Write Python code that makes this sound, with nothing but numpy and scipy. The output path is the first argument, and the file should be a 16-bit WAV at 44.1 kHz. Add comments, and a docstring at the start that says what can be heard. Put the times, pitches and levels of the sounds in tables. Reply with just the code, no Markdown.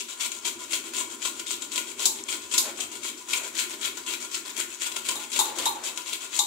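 """Grating dried coconut

Small hard-walled kitchen, two microphones close to a steel box grater standing in a metal bowl.
About four times a second a firm down stroke tears over the teeth and a light return stroke brushes back:
coloured noise shaped by stroke force, random fibre snaps and sharp bites. The box booms under the hand
(low resonant noise). Now and then metal knocks on metal (noise bursts and ringing modes) or the foot
slides in the bowl; there is one tick and one squeak. Reflections and quiet room air lie around it all."""
import sys
import numpy as np
from scipy import signal
from scipy.fft import rfft, irfft, next_fast_len
from scipy.io import wavfile
from scipy.ndimage import uniform_filter1d

SR = 44100
rng = np.random.default_rng(int(sys.argv[2]) if len(sys.argv) > 2 else 0)


def master(y):
    """Save y as 16-bit WAV."""
    cut = np.clip(np.atleast_2d(y).T, -1, 1)
    pcm = np.round(cut * 32767)  # scale
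    wavfile.write(sys.argv[1], SR, pcm.astype(np.int16))


N = 284886
TIME = np.arange(N) / SR


def from_db(db):
    """Decibels to gain."""
    return 10 ** (np.asarray(db) / 20)


def rms_one(x):
    """Scale to unit power."""
    return x / np.sqrt(np.mean(x ** 2) + 1e-20)


def at_hz(points, hz):
    """Read a table on a log-frequency axis."""
    known_hz, values = np.transpose(points)
    return np.interp(np.log(np.maximum(hz, 1)), np.log(known_hz), values)


def colour(x, spectrum, modes=()):
    """Causal filter of unit power gain: a smooth spectrum with resonance peaks on top."""
    size = 8192
    hz = np.fft.rfftfreq(size, 1 / SR)
    peaks = 1 + sum(from_db(db) ** 2 / (1 + (2 * (hz - centre) / width) ** 2)
                    for centre, width, db in modes)
    gain = rms_one(from_db(at_hz(spectrum, hz)) * np.sqrt(peaks))
    # folding the cepstrum forward in time gives minimum phase, so nothing sounds early
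    cepstrum = irfft(np.log(gain))
    cepstrum[1:size // 2] *= 2
    cepstrum[size // 2 + 1:] = 0
    impulse = irfft(np.exp(rfft(cepstrum)))
    return signal.fftconvolve(x, impulse[None], axes=1)[:, :N]


def stereo_noise(alike):
    """White noise at two microphones, with the given correlation."""
    mid, side = rng.standard_normal((2, N))
    return (np.sqrt(1 + alike) * mid + np.sqrt(1 - alike) * side * [[1], [-1]]) / np.sqrt(2)


def clicks(times, levels_db):
    """One impulse per event."""
    out = np.zeros(N)
    places = np.clip(np.round(np.asarray(times) * SR).astype(int), 0, N - 1)
    np.add.at(out, places, from_db(levels_db))
    return out


def bursts(times, levels_db, fade_s, rise_s):
    """Envelope that rises quickly at each event and dies away."""
    rise = np.exp(-1 / (rise_s * SR))
    fade = np.exp(-1 / (fade_s * SR))
    swell = signal.lfilter([1 - rise], [1, -rise], clicks(times, levels_db) + 1e-18)
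    return signal.lfilter([1], [1, -fade], swell)


def fractures(per_s, spread_db, fade_s, friction):
    """Random snaps, each a tiny puff of its own size, over smooth friction; power evened out locally."""
    sizes = from_db(spread_db * np.minimum(rng.exponential(1, N), 3))
    snaps = sizes * (rng.random(N) < per_s / SR)
    power = signal.lfilter([1], [1, -np.exp(-2 / (fade_s * SR))], snaps ** 2 + 1e-18)
    power = power / power.mean() + friction
    return np.sqrt(power / uniform_filter1d(power, size=900))


# Down strokes over the teeth, each followed by a return: (t/s, push length/s, push level/dB, return level/dB)
STROKE_TIMES = [(-0.06, 0.067, -32, -41), (0.196, .060, -29.5, -44), (0.445, 0.037, -27.5, -40),
                (0.706, 0.055, -29, -40), (0.944, 0.068, -29.5, -42), (1.215, 0.061, -32, -42),
                (1.461, 0.081, -34, -43), (1.713, 0.075, -33, -39.5), (1.989, 0.074, -29, -43),
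                (2.281, 0.063, -31, -43), (2.512, 0.073, -30.5, -40.5), (2.771, 0.067, -36, -39.5),
                (3.029, 0.058, -32.5, -45), (3.284, 0.09, -30.5, -37.5), (3.546, 0.087, -32.5, -38.5),
                (3.808, 0.068, -31.5, -44.5), (4.061, 0.077, -31.5, -38.5), (4.31, 0.068, -36, -39),
                (4.56, 0.057, -31, -42), (4.803, 0.067, -32.5, -41.5), (5.044, 0.074, -31, -38.5),
                (5.314, 0.089, -30, -38.5), (5.554, 0.12, -34, -45), (5.834, 0.053, -31, -40.5),
                (6.056, 0.094, -35, -39), (6.322, 0.066, -31.5, -41)]
# a push bears down harder as it goes; body and brightness are tone changes
PUSH_SWELL_DB_PER_S, PUSH_BODY_DB, PUSH_BRIGHT_DB = 13, -2, 0.3
RETURN_SHARE, RETURN_S = 0.55, 0.053  # the return starts this far into the cycle and lasts this long
# the return keeps an even force, and is lighter, so the walls ring more freely
RETURN_SWELL_DB_PER_S, RETURN_BODY_DB, RETURN_BRIGHT_DB = 0, 3.5, 3


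def passes():
    """Pushes and returns in turn: (t/s, length/s, level/dB, swell/dB per s, body/dB, brightness/dB)."""
    cycles = np.diff([row[0] for row in STROKE_TIMES])
    cycles = np.append(cycles, cycles.mean())
    rows = []
    for (start, length, push_db, return_db), cycle in zip(STROKE_TIMES, cycles):
        rows.append((start, length, push_db,
                     PUSH_SWELL_DB_PER_S, PUSH_BODY_DB, PUSH_BRIGHT_DB))
        rows.append((start + RETURN_SHARE * cycle, RETURN_S, return_db,
                     RETURN_SWELL_DB_PER_S, RETURN_BODY_DB, RETURN_BRIGHT_DB))
    return np.array(rows)


TOUCH_S, TOUCH_DB = 0.035, -12  # the nut brushes the wall just before it grips
GRIP_S, RELEASE_S = 0.0059, 0.019  # it takes hold and lets go


def stroke_force():
    """Each pass touches lightly, grips, runs along the teeth at its own swell, then lets go."""
    power = np.zeros(N)
    for start, length, db, swell_db_per_s, _, _ in passes():
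        span = slice(*np.searchsorted(TIME, [start - TOUCH_S, start + length + RELEASE_S]))
        age = TIME[span] - start
        grip = np.interp(age, [-TOUCH_S, 0, GRIP_S], [0, from_db(TOUCH_DB), 1])
        gate = grip * np.clip((length - age) / RELEASE_S + 1, 0, 1)
        level_db = db + swell_db_per_s * (np.clip(age, 0, length) - length / 2)
        power[span] += (gate * from_db(level_db)) ** 2
    return np.sqrt(power)


# A tooth catches hard and tears off a shred: (t/s, level/dB)
HARD_BITES = [(0.207, -22.5), (0.316, -23), (0.732, -16), (0.935, -25), (1.25, -18), (1.395, -24.5),
              (1.505, -18), (1.62, -26.5), (1.757, -18), (1.776, -17.5), (2.02, -22), (2.285, -23.5),
              (2.324, -20), (2.538, -16), (2.801, -19.5), (3.305, -23.5), (3.332, -15.5), (3.589, -23),
              (3.97, -27), (4.343, -20), (4.596, -20.5), (4.818, -19), (4.916, -24.5), (4.961, -18.5),
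              (5.086, -14.5), (5.359, -20), (5.585, -20), (5.973, -24), (6.13, -25)]
# lesser catches, set against the stroke force of the moment
SMALL_BITES_PER_S, SMALL_BITE_DB, SMALL_BITE_SPREAD_DB = 29, 3.0, 1


def tooth_bites(sliding):
    """The hard catches, and lesser ones at random that grow with the force on the nut."""
    caught = rng.random(N) < SMALL_BITES_PER_S / SR
    uneven_db = SMALL_BITE_SPREAD_DB * rng.standard_normal(N)
    small_db = 20 * np.log10(sliding + 1e-9) + SMALL_BITE_DB + uneven_db
    small_bites = np.c_[TIME, small_db][caught]
    times, levels_db = np.vstack([HARD_BITES, small_bites]).T
    return bursts(times, levels_db, fade_s=0.0055, rise_s=0.0019)


def stroke_tone(x, body_hz, bright_hz):
    """Pushes sound a little thinner in body, returns fuller and brighter."""
    start, _, _, _, body_db, bright_db = passes().T
    now = np.clip(np.searchsorted(start, TIME, side="right") - 1, 0, len(start) - 1)
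    body, bright = uniform_filter1d(np.array([body_db[now], bright_db[now]]), size=400, axis=1)
    low, below_top = (signal.sosfiltfilt(signal.butter(2, hz, fs=SR, output="sos"), x)
                      for hz in (body_hz, bright_hz))
    middle, top = below_top - low, x - below_top
    return low * from_db(body) + middle * from_db(-bright / 2) + top * from_db(bright / 2)


def drift(per_s):
    """Random level joined by straight lines, with unit power."""
    knots = rng.standard_normal(int(TIME[-1] * per_s) + 2)
    return rms_one(np.interp(TIME * per_s, np.arange(len(knots)), knots))


def tooth_colours(x, spread_db, teeth_per_s, count):
    """Every tooth sits elsewhere on the wall and favours other bands, so band levels wander."""
    out = 0
    for hz in np.geomspace(1250, 9500, count):
        low = signal.sosfiltfilt(signal.butter(4, hz, fs=SR, output="sos"), x)
        out = out + low * from_db(spread_db * drift(teeth_per_s))
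        x = x - low
    return out + x


# Tearing fibres, relative spectrum: (f/Hz, level/dB per Hz)
FIBRE_TONE = [(120, -41.5), (400, -17), (780, -23.5), (1200, -20.5), (1750, -16.5), (2300, -6.5),
              (3300, -4), (4200, -5.5), (5200, -10), (6300, -7), (7400, -5), (9300, -9.5), (11000, -12.5),
              (15500, -15)]
# Hand-damped resonances of the grater walls: (f/Hz, width/Hz, level/dB above the fibre spectrum)
GRATER_WALLS = [(610, 110, 8), (1008, 59, 20.5), (1411, 47, 17.5), (2240, 79, 1), (2580, 58, 1.5),
                (3246, 102, 5), (3940, 120, -9.5), (7040, 740, 4.5), (8060, 215, 5.5)]
# A hollow note that depends on how the nut is held: (t/s, level/dB against the rasp)
HOLLOW_LEVEL = [(0, -33), (3.25, -24), (3.5, -6.5), (4.1, -13), (4.6, -6.5), (4.9, -17), (6.4, -16.5)]
# Relative spectrum of the hollow note: (f/Hz, level/dB per Hz)
HOLLOW_SPECTRUM = [(700, -32), (1400, -10), (1800, -8), (2300, -5.5), (3500, -16)]


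def grating():
    """Strokes and bites tear fibres, and the steel walls colour the rasp."""
    sliding = stroke_force()
    bites = tooth_bites(sliding)
    faint_rub = from_db(-51.5)  # never quite silent between strokes
    force = np.sqrt(sliding ** 2 + bites ** 2 + faint_rub ** 2)
    force = force * fractures(per_s=600, spread_db=0.5, fade_s=0.00052, friction=1.0)
    rasp = colour(force * stereo_noise(alike=0.24), FIBRE_TONE, GRATER_WALLS)
    hollow_gain = from_db(np.interp(TIME, *np.transpose(HOLLOW_LEVEL)))
    hollow = colour(force * hollow_gain * stereo_noise(alike=0.21), HOLLOW_SPECTRUM)
    rasp = stroke_tone(rasp, body_hz=1870, bright_hz=4440) + hollow
    return tooth_colours(rasp, spread_db=2.5, teeth_per_s=90, count=8)


# Uneven level of the low boom, wandering by chance, before the strokes move it: (t/s, level/dB)
BOOM_UNEVEN_LEVEL = [(0.0, -46.5), (0.12, -57), (0.49, -49.5), (3.07, -47.5), (3.26, -53.5), (3.65, -49.5),
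                     (4.51, -51), (4.59, -47), (4.77, -55.5), (5.13, -46.5), (5.31, -52.5), (5.4, -45),
                     (5.54, -50.5), (5.61, -44.5), (5.9, -53.5), (6.46, -55)]
# Relative spectrum of the boom: (f/Hz, level/dB per Hz)
BOOM_TONE = [(40, -34), (70, -28.5), (100, -23.5), (140, -21), (185, -24.5), (225, -7), (270, -5),
             (345, -1.5), (400, -2.5), (480, -17), (640, -18.5), (800, -35.5), (2000, -35)]
# Resonances heard in the boom: room, bowl and counter: (f/Hz, width/Hz, level/dB above the boom spectrum)
BOOM_RESONANCES = [(83, 7.4, 14), (136, 25, 1), (218.5, 16.5, 3.5), (243.5, 7.9, 5), (336, 20, 5),
                   (368.6, 6.6, 3), (399, 10, 3), (1020, 58, 19.5)]
BOOM_FOLLOWS, BOOM_LAG_S = 0.31, 0.069  # share of the strokes' swing in dB; time to build and die


def boom():
    """The rubbed box shakes the bowl under it, swelling a little with every pass."""
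    keep = np.exp(-1 / (BOOM_LAG_S * SR))
    shaking = signal.lfilter([1 - keep], [1, -keep], stroke_force() ** 2)
    shaking_db = 10 * np.log10(shaking + from_db(-47) ** 2)
    uneven_db = np.interp(TIME, *np.transpose(BOOM_UNEVEN_LEVEL))
    level_db = uneven_db + BOOM_FOLLOWS * (shaking_db - shaking_db.mean())
    return from_db(level_db) * colour(stereo_noise(alike=0.94), BOOM_TONE, BOOM_RESONANCES)


# Quiet room, relative spectrum: (f/Hz, level/dB per Hz)
AIR_TONE = [(20, -5), (60, -9), (300, -13), (1000, 11), (3000, 5), (7000, 10.5), (15000, -31)]


def room_air():
    """The quiet room as steady noise, partly alike at the two microphones."""
    return from_db(-54.0) * colour(stereo_noise(alike=0.54), AIR_TONE)


# Decay time of the kitchen: (f/Hz, t60/s)
KITCHEN_T60 = [(200, 0.18), (1000, 0.57), (4000, 0.29), (8000, 0.31), (15000, 0.27)]


def kitchen(x, build_s):
    """Diffuse reflections that build quickly and last longest around 1 kHz."""
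    age = TIME[:SR * 2 // 3]
    hz = np.fft.rfftfreq(len(age), 1 / SR)
    white, tail = rfft(rng.standard_normal((2, len(age)))), 0
    centres, t60s = np.transpose(KITCHEN_T60)
    for share, t60 in zip(np.eye(len(centres)), t60s):
        band = irfft(white * at_hz(np.c_[centres, share], hz), len(age))
        tail = tail + band * from_db(-60 * age / t60)
    tail = tail * np.clip(age / build_s, 0, 1)
    tail = tail / np.sqrt(np.sum(tail ** 2, axis=1, keepdims=True))
    return signal.fftconvolve(x, tail, axes=1)[:, :N]


def moving_reflections(x, turns_per_s, count):
    """The moving arm keeps shifting the paths by which sound reaches the walls."""
    angles = 2 * np.pi * (turns_per_s * TIME + np.arange(count)[:, None] / count)
    shares = np.sqrt(2 / count) * np.cos(angles)
    return sum(kitchen(x * share, build_s=0.0017) for share in shares)


# Balance of the microphone pair: (f/Hz, left minus right level/dB)
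LEFT_LEAN = [(60, 1), (350, -2), (700, -1.5), (1300, 2), (2400, 5), (4400, 2.5), (7000, 10.5), (9500, 3.5),
             (15000, -1)]


def lean_left(x):
    """The left microphone faces the grater and gets more of most of its treble."""
    size = next_fast_len(N + SR // 10)
    lean_db = at_hz(LEFT_LEAN, np.fft.rfftfreq(size, 1 / SR))
    gains = from_db(lean_db * np.array([[.5], [-.5]]))
    gains = gains / np.sqrt(np.mean(gains ** 2, axis=0))
    return irfft(rfft(x, size) * gains, size)[:, :N]


def ring(x, hz, t60):
    """A click sets a decaying tone ringing; thin metal radiates little below its note."""
    r, w = from_db(-60 / (t60 * SR)), 2 * np.pi * hz / SR
    tone = signal.lfilter([.5, 0, -.5], [1, -2 * r * np.cos(w), r * r], x + 1e-18)
    return signal.sosfilt(signal.butter(2, hz / 2, "high", fs=SR, output="sos"), tone)


def chatter(times, levels_db, gap_s, loss_db, count):
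    """Each blow is a few unevenly spaced touches, each weaker than the last."""
    touch = np.arange(count)[:, None]
    delay = gap_s * (touch + rng.uniform(0, .5, (len(times), count)).T)
    return clicks((times + delay).ravel(), (levels_db - loss_db * touch).ravel())


# Metal knocks on metal:
# (t/s, clack level/dB, low ring level/dB, high ring level/dB, fizz level/dB, left minus right level/dB)
METAL_KNOCKS = [(2.055, -10, -42.5, -32, -29, -4), (2.579, -9, -44, -33, -31, -3.5),
                (5.154, -32, -38, -37, -31, 1), (5.390, -17, -24.5, -26.5, -17, 0),
                (5.656, -20.5, -25.5, -29, -21.5, -0.5), (6.39, -14, -31.5, -25.5, -38, 0.5)]
# What the knocks ring with: (f/Hz, level/dB against the ring level, t60/s)
METAL_MODES = [(833, -3, 0.13), (893, -1, 0.09), (975, -2.5, 0.042), (1044, -14, 0.13), (1158, -7.5, 0.097),
               (3586, 1.5, 0.05), (3770, -5, 0.061), (3720, 2, 0.075), (3770, -3.5, 0.092),
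               (4080, 0, 0.076), (4100, -12, .06), (5700, -31, .07), (6870, 4.5, 0.039), (7370, 3.5, 0.04),
               (7460, -9, 0.059), (8100, -17, .07)]
# Hard contact, relative spectrum: (f/Hz, level/dB per Hz)
CLACK_TONE = [(150, -39), (900, -20), (2000, -33), (3000, -11), (3900, -2.5), (5600, -3), (7200, 6),
              (9500, -5.5), (13000, -6.5), (15500, -16)]
# Edge skidding on steel, relative spectrum: (f/Hz, level/dB per Hz)
FIZZ_TONE = [(3000, -26), (8000, -6), (11000, 0), (15500, -6)]


def knocks():
    """A bright clatter and fizz; the edge chatters to rest and sets the metal ringing."""
    times, clack_db, low_db, high_db, fizz_db, pan_db = np.transpose(METAL_KNOCKS)
    sides_db = [pan_db / 2, -pan_db / 2]
    clatter = np.array([bursts(times, clack_db + side_db, fade_s=0.0092, rise_s=0.0002)
                        for side_db in sides_db])
    out = colour(clatter * stereo_noise(alike=0.058), CLACK_TONE)
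    skid = bursts(times, fizz_db, fade_s=0.012, rise_s=0.00069)
    out += colour(skid * stereo_noise(alike=0.12), FIZZ_TONE)
    for hz, db, t60 in METAL_MODES:
        strength_db = db + (low_db if hz < 2000 else high_db)
        for side, side_db in enumerate(sides_db):
            touches = chatter(times, strength_db + side_db, gap_s=.006, loss_db=2.5, count=5)
            out[side] += ring(touches, hz, t60)
    return out


def band_burst(start, hz, db, fade_s, width_hz):
    """A brief noise burst in one resonance, nearly alike at both microphones."""
    edges_hz = [hz - width_hz / 2, hz + width_hz / 2]
    band = signal.butter(2, edges_hz, "band", fs=SR, output="sos")
    burst = bursts([start], [db], fade_s, rise_s=fade_s / 10) * stereo_noise(alike=0.97)
    return signal.sosfilt(band, burst) * np.sqrt(SR / 2 / width_hz)  # make up for the narrow band


def tick():
    """One small dry tick between strokes: a very short burst in a wide, high band."""
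    return band_burst(start=2.238, hz=7100, db=-20.5, fade_s=0.00087, width_hz=1700)


# The foot of the grater slides in the bowl: (t/s, length/s, level/dB)
FOOT_SLIDES = [(2.619, 0.095, -40.5), (2.782, 0.032, -42.5), (3.33, 0.166, -47), (3.847, 0.057, -52),
               (5.068, 0.14, -48.5), (5.417, 0.16, -44.5), (5.56, .11, -39.5), (5.708, 0.23, -46.5)]
# Sliding steel, relative spectrum: (f/Hz, level/dB per Hz)
SLIDE_SPECTRUM = [(200, -22), (400, -2.5), (620, 0.5), (850, -6), (1100, -5), (1500, -7.5), (3000, -11),
                  (4200, -9.5), (7000, -36)]


def slides():
    """Pushed too hard, the grater judders a little way across the bowl."""
    force = np.zeros(N)
    for start, length, db in FOOT_SLIDES:
        progress = np.clip((TIME - start) / length, 0, 1)
        force += from_db(db) * 2 * np.sqrt(progress * (1 - progress))
    judder = fractures(per_s=84, spread_db=10.0, fade_s=0.0072, friction=0.2)
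    return colour(force * judder * stereo_noise(alike=1.0), SLIDE_SPECTRUM)


def squeak():
    """The nut squeaks once on the steel: a short burst in a narrow band."""
    return band_burst(start=3.331, hz=2410, db=-19.5, fade_s=0.0073, width_hz=340)


def scene():
    """Grater and bowl close by, the kitchen around them; the highest treble arrives mostly off the walls."""
    work = grating() + knocks() + slides() + squeak()
    shade = signal.butter(2, 10000, fs=SR, output="sos")  # dulls the direct path above 10 kHz
    direct = signal.sosfilt(shade, work + tick()) * from_db([[1.0], [-2.5]])  # left, right
    room = from_db(-2.5) * moving_reflections(work, turns_per_s=2.6, count=5)
    return lean_left(direct + room + boom()) + room_air()


CUTOFF_HZ = 15700


def record(dry):
    """The top is cut steeply."""
    steep = signal.ellip(12, .1, 90, CUTOFF_HZ, fs=SR, output="sos")
    return signal.sosfilt(steep, dry)


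dry = scene()
out = record(dry)
master(out)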